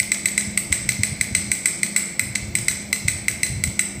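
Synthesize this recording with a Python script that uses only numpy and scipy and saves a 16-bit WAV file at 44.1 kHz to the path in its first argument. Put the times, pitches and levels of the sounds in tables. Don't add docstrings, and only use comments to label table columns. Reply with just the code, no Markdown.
import sys
import numpy as np
from scipy import signal
from scipy.fft import rfft, irfft, next_fast_len
from scipy.io import wavfile
from scipy.ndimage import uniform_filter1d, minimum_filter1d, map_coordinates

SR = 44100
rng = np.random.default_rng(int(sys.argv[2]) if len(sys.argv) > 2 else 0)


def output_pcm(signal):
    pcm = np.clip(np.atleast_2d(signal).T, -1, 1) * 32767
    wavfile.write(sys.argv[1], SR, np.round(pcm).astype(np.int16))


N = 176400

# pitch_hz, level_db, t60_s
SHELL_MODES = [(2051, -4, 0.017), (2248, -4.5, 0.011), (2494, -17.5, 0.019), (2650, -20.5, 0.017),
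               (4344, -19, 0.01), (5240, -24, 0.013), (7500, -14, .016), (7994, -4, 0.017),
               (8500, -5.5, 0.015), (9870, -22.5, 0.014), (10860, -26, .016), (11500, -27, .016)]
# frequency_hz, density_db
HAND_SPECTRUM = [(20, -34), (45, -16.5), (70, 0), (115, 1), (170, -9.5), (280, -20.5), (600, -53),
                 (2000, -70)]
ATTACK_S, EVENT_SAMPLES = .0004, SR // 4
SHELL_DETUNE = .004


def amp(db):
    return 10 ** (np.asarray(db) / 20)


def unit(x):
    return x / np.sqrt(np.mean(x ** 2) + 1e-20)


def along(points, hz):
    knots_hz, values = np.transpose(points)
    return np.interp(np.log(hz + 1), np.log(knots_hz + 1), values)


def noise(spectrum, size):
    colour = amp(along(spectrum, np.fft.rfftfreq(size, 1 / SR)))
    return unit(irfft(rfft(rng.standard_normal(size)) * colour, size))


def wobble(rate_hz):
    knots = rng.standard_normal(int(N * rate_hz / SR) + 4)
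    return map_coordinates(knots, [np.arange(N) * rate_hz / SR])


def fade(t60_s, rise_s, size):
    t = np.arange(size) / SR
    return np.exp(-np.log(1000) * t / t60_s) * (1 - np.exp(-t / rise_s))


def add(track, start_s, sound):
    i = max(round(start_s * SR), 0)
    track[i:i + len(sound)] += sound[:N - i]


def ring(modes, detune, top_db=0):
    top_hz, scatter_db = 7200, 1
    t, out = np.arange(EVENT_SAMPLES) / SR, np.zeros(EVENT_SAMPLES)
    for k, (hz, db, t60_s) in enumerate(modes):
        level_draw, pitch_draw = rng.standard_normal(2)
        gain = (-1) ** k * amp(db + scatter_db * level_draw + top_db * (hz > top_hz))
        tone = np.sin(2 * np.pi * hz * (1 + detune * pitch_draw) * t)
        out += gain * fade(t60_s, ATTACK_S, EVENT_SAMPLES) * tone
    return out


def snap(spectrum, t60_s):
    size = SR // 25
    envelope = fade(t60_s, ATTACK_S, size)
    colour = amp(along(spectrum, np.fft.rfftfreq(size, 1 / SR)))
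    burst = rng.standard_normal(size) * envelope
    for _ in range(3):
        phase = np.angle(rfft(burst))
        burst = irfft(colour * np.exp(1j * phase), size) * (np.arange(size) < t60_s * SR)
    return np.pad(burst, (0, EVENT_SAMPLES - size)) * np.linalg.norm(envelope) / np.linalg.norm(burst)


def nail_taps():
    # start_s, level_db, top_ring_db, crack_db, crack_treble_db, cavity_db
    taps = [(0.0, -19, -1.3, -0.5, 0, -9), (0.1182, -20, -0.2, 0.7, -3, -3),
            (0.257, -18.8, 0.5, -0.2, 0.5, -6), (0.378, -20, 0, 1, -5, 1), (0.5749, -21.5, 0.2, 2, 1, -4.2),
            (0.7254, -19.5, 0.8, 1, -3, 0), (0.8903, -20, -1.7, 1.5, -0.7, 1),
            (1.0336, -21.5, 1.5, 1.5, -4, 0), (1.2109, -20.5, 0.0, 0, -2, -5),
            (1.3496, -19.5, 1, 2, -3.5, 2.5), (1.5161, -21, 2.5, 1.5, 0, -2),
            (1.6568, -20, 3.5, 2.4, -2, -0.5), (1.8313, -20.5, -0.5, 0, -2, -2.0),
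            (1.9624, -17.5, 1.7, 0, 0.5, -1.5), (2.1943, -19.5, -2.1, -1.5, 4, -3.5),
            (2.3559, -24.5, -6, 2, -7, 1), (2.5524, -20.5, -1.1, 0.8, 1, -2),
            (2.6826, -19.5, 1.2, 1.2, -2, 2), (2.9284, -20.5, -3, 1, 0, 2), (3.0823, -19, -2, -1, -2, 0.5),
            (3.2823, -19.5, -1.5, -1.5, -0.5, -2), (3.432, -20.5, -1.8, -0.1, 0, 3.9),
            (3.6378, -22, -0.5, 1.1, -0.5, 0), (3.7929, -20, 1, 1, -1, 0.5)]
    cavity_pitches = [2037, 4032, 6073, 8064]
    # level_db, t60_s
    cavity_decays = [(-32.5, 0.14), (-27.5, 0.075), (-31.5, 0.1), (-25.5, 0.23)]
    # frequency_hz, density_db
    crack_spectrum = [(100, -24), (900, -20), (1400, -5), (3200, -3.5), (5000, 1), (6800, -2), (8500, 2.5),
                      (10000, -5), (12300, -13), (14000, -4), (15500, -10.5)]
    shell_gain_db, cavity_gain_db, crack_gain_db, treble_hz = 19.5, 21, 11, 9200
    cavity_modes = [(hz, db, t60_s) for hz, (db, t60_s) in zip(cavity_pitches, cavity_decays)]
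    for start_s, level_db, top_db, crack_db, treble_db, cavity_db in taps:
        shell = amp(shell_gain_db) * ring(SHELL_MODES, SHELL_DETUNE, top_db)
        cavity = amp(cavity_gain_db + cavity_db) * ring(cavity_modes, SHELL_DETUNE / 2)
        colour = [(hz, db + treble_db * (hz > treble_hz)) for hz, db in crack_spectrum]
        crack = amp(crack_gain_db + crack_db) * snap(colour, t60_s=0.012)
        yield start_s, amp(level_db) * (shell + cavity + crack)


def grip_rumble():
    # time_s, level_db
    grip = [(0.0, -27), (0.09, -45.5), (1.02, -32), (1.46, -34), (1.48, -21), (1.54, -51), (2.18, -50),
            (2.23, -33.5), (2.66, -29.5), (3.01, -47.5), (3.04, -30), (3.48, -36), (3.5, -20.5),
            (3.69, -27), (3.87, -44.5), (4.0, -32)]
    gain_db = -4.5
    level_db = np.interp(np.arange(N) / SR, *np.transpose(grip))
    return amp(gain_db + level_db) * noise(HAND_SPECTRUM, N)


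def air_and_hum():
    # frequency_hz, density_db
    air_spectrum = [(20, -32), (45, 1), (80, -4), (180, 2.5), (260, -1), (400, -8), (650, -6.5),
                    (1000, -16.5), (3000, -33), (6000, -47.5), (9000, -31), (15000, -28)]
    # pitch_hz, rms_db
    partials = [(175, -49.5), (203.5, -40.5), (289, -56.5), (346, -51.5)]
    air_db, waver_db, drift_rad = -41, 3, 0.95
    t, hum = np.arange(N) / SR, np.zeros(N)
    for hz, db in partials:
        rms = amp(db + waver_db * wobble(6.1))
        hum += rms * np.sin(2 * np.pi * hz * t + drift_rad * wobble(7))
    return amp(air_db) * noise(air_spectrum, N) + np.sqrt(2) * hum


def room_tail():
    # frequency_hz, t60_s
    decay_times = [(200, 0.62), (2000, 1), (5000, 1), (8000, 0.62), (14000, 0.28)]
    # frequency_hz, gain_db
    colour = [(200, 9.5), (1400, 2), (1750, -2), (2050, -9), (2500, -0.5), (4000, -2), (6000, 0), (8000, 0),
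              (10000, 2), (15000, 8)]
    gap_s, build_s = 0.0013, 0.0026
    hz, t, frames = signal.stft(rng.standard_normal(SR // 2), SR, nperseg=256)
    frames = frames * np.exp(-np.log(1000) * t / along(decay_times, hz)[:, None])
    plain = signal.istft(frames, SR, nperseg=256)[1]
    tail = signal.istft(frames * amp(along(colour, hz))[:, None], SR, nperseg=256)[1]
    since_gap_s = np.maximum(np.arange(len(tail)) / SR - gap_s, 0)
    return tail * (1 - np.exp(-since_gap_s / build_s)) / np.linalg.norm(plain)


def in_room(contacts):
    # delay_s, gain_db
    walls = [(0.0155, -15), (.0173, -19), (.02, -22)]
    # low_hz, high_hz
    echo_band = (7400, 9000)
    tail_db, changing_share, tail_count = -5, .3, 7
    tracks, common_tail = np.zeros((tail_count, N)), room_tail()
    for k, (start_s, sound) in enumerate(contacts):
        add(tracks[k % tail_count], start_s, sound)
    out = tracks.sum(axis=0)
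    top_ring = signal.sosfilt(signal.butter(1, echo_band, "band", fs=SR, output="sos"), out)
    for delay_s, gain_db in walls:
        add(out, delay_s, amp(gain_db) * top_ring)
    for track in tracks:
        tail = np.sqrt(1 - changing_share) * common_tail + np.sqrt(changing_share) * room_tail()
        add(out, 0, amp(tail_db) * signal.fftconvolve(track, tail))
    return out


def nail_ticks():
    # start_s, level_db
    grazes = [(.7208, -24), (2.3525, -20.5), (3.0785, -22)]
    # start_s, level_db
    lifts = [(0.0292, -24), (0.1439, -21), (0.285, -23), (0.4097, -23), (0.7569, -29), (0.919, -22),
             (1.069, -28), (1.2425, -28), (1.3812, -28), (1.5515, -28), (1.6879, -28), (1.8637, -27),
             (1.996, -28), (2.586, -24), (2.7126, -22), (2.9609, -25), (3.1154, -28), (3.313, -26),
             (3.4648, -24), (3.674, -27)]
    # frequency_hz, density_db
    tick_spectrum = [(200, -47), (1000, -13), (2000, -9), (3400, -6), (5500, -4), (8000, -1), (10000, -16),
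                     (15000, -32)]
    tick_gain_db, shell_gain_db = 5, -2
    for start_s, level_db in [*grazes, *lifts]:
        tick = amp(tick_gain_db) * snap(tick_spectrum, t60_s=.015)
        shell = amp(shell_gain_db) * ring(SHELL_MODES, SHELL_DETUNE)
        yield start_s, amp(level_db) * (tick + shell)


def hand_bumps():
    # start_s, level_db
    bumps = [(0.472, -22), (0.701, -17.5), (0.847, -22), (0.885, -20), (0.99, -16.5), (1.117, -21),
             (1.198, -22.5), (1.309, -19.5), (1.378, -22), (1.47, -32), (2.421, -21), (2.48, -27),
             (2.626, -23.5), (3.048, -17.5), (3.073, -23), (3.105, -29), (3.498, -22.5), (3.535, -20),
             (3.591, -23), (3.663, -17), (3.97, -27)]
    gain_db, out = 3.5, np.zeros(N)
    envelope = fade(t60_s=0.076, rise_s=0.0057, size=EVENT_SAMPLES)
    envelope_rms = np.sqrt(np.mean(envelope ** 2))
    for start_s, level_db in bumps:
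        thud = unit(noise(HAND_SPECTRUM, EVENT_SAMPLES) * envelope) * envelope_rms
        add(out, start_s, amp(level_db + gain_db) * thud)
    return out


def scene():
    nails = in_room([*nail_taps(), *nail_ticks()])
    return (nails + grip_rumble() + hand_bumps() + air_and_hum())[None]


def record(dry):
    low_cut_hz, top_hz = 44, 15520
    ceiling, look_s, hold_s = .76, .0002, .0004
    x = signal.sosfilt(signal.butter(2, low_cut_hz, "high", fs=SR, output="sos"), dry)
    needed_gain = np.minimum(1, ceiling / (np.abs(x[0]) + 1e-9))
    look, hold = int(look_s * SR), int(hold_s * SR)
    held_gain = minimum_filter1d(needed_gain, 2 * look + hold, origin=(hold - 1) // 2)
    limited = x * uniform_filter1d(held_gain, 2 * look)
    size = next_fast_len(N + SR // 2)
    passband = np.fft.rfftfreq(size, 1 / SR) < top_hz
    return irfft(rfft(limited, size) * passband, size)[:, :N]


dry = scene()
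out = record(dry)
output_pcm(out)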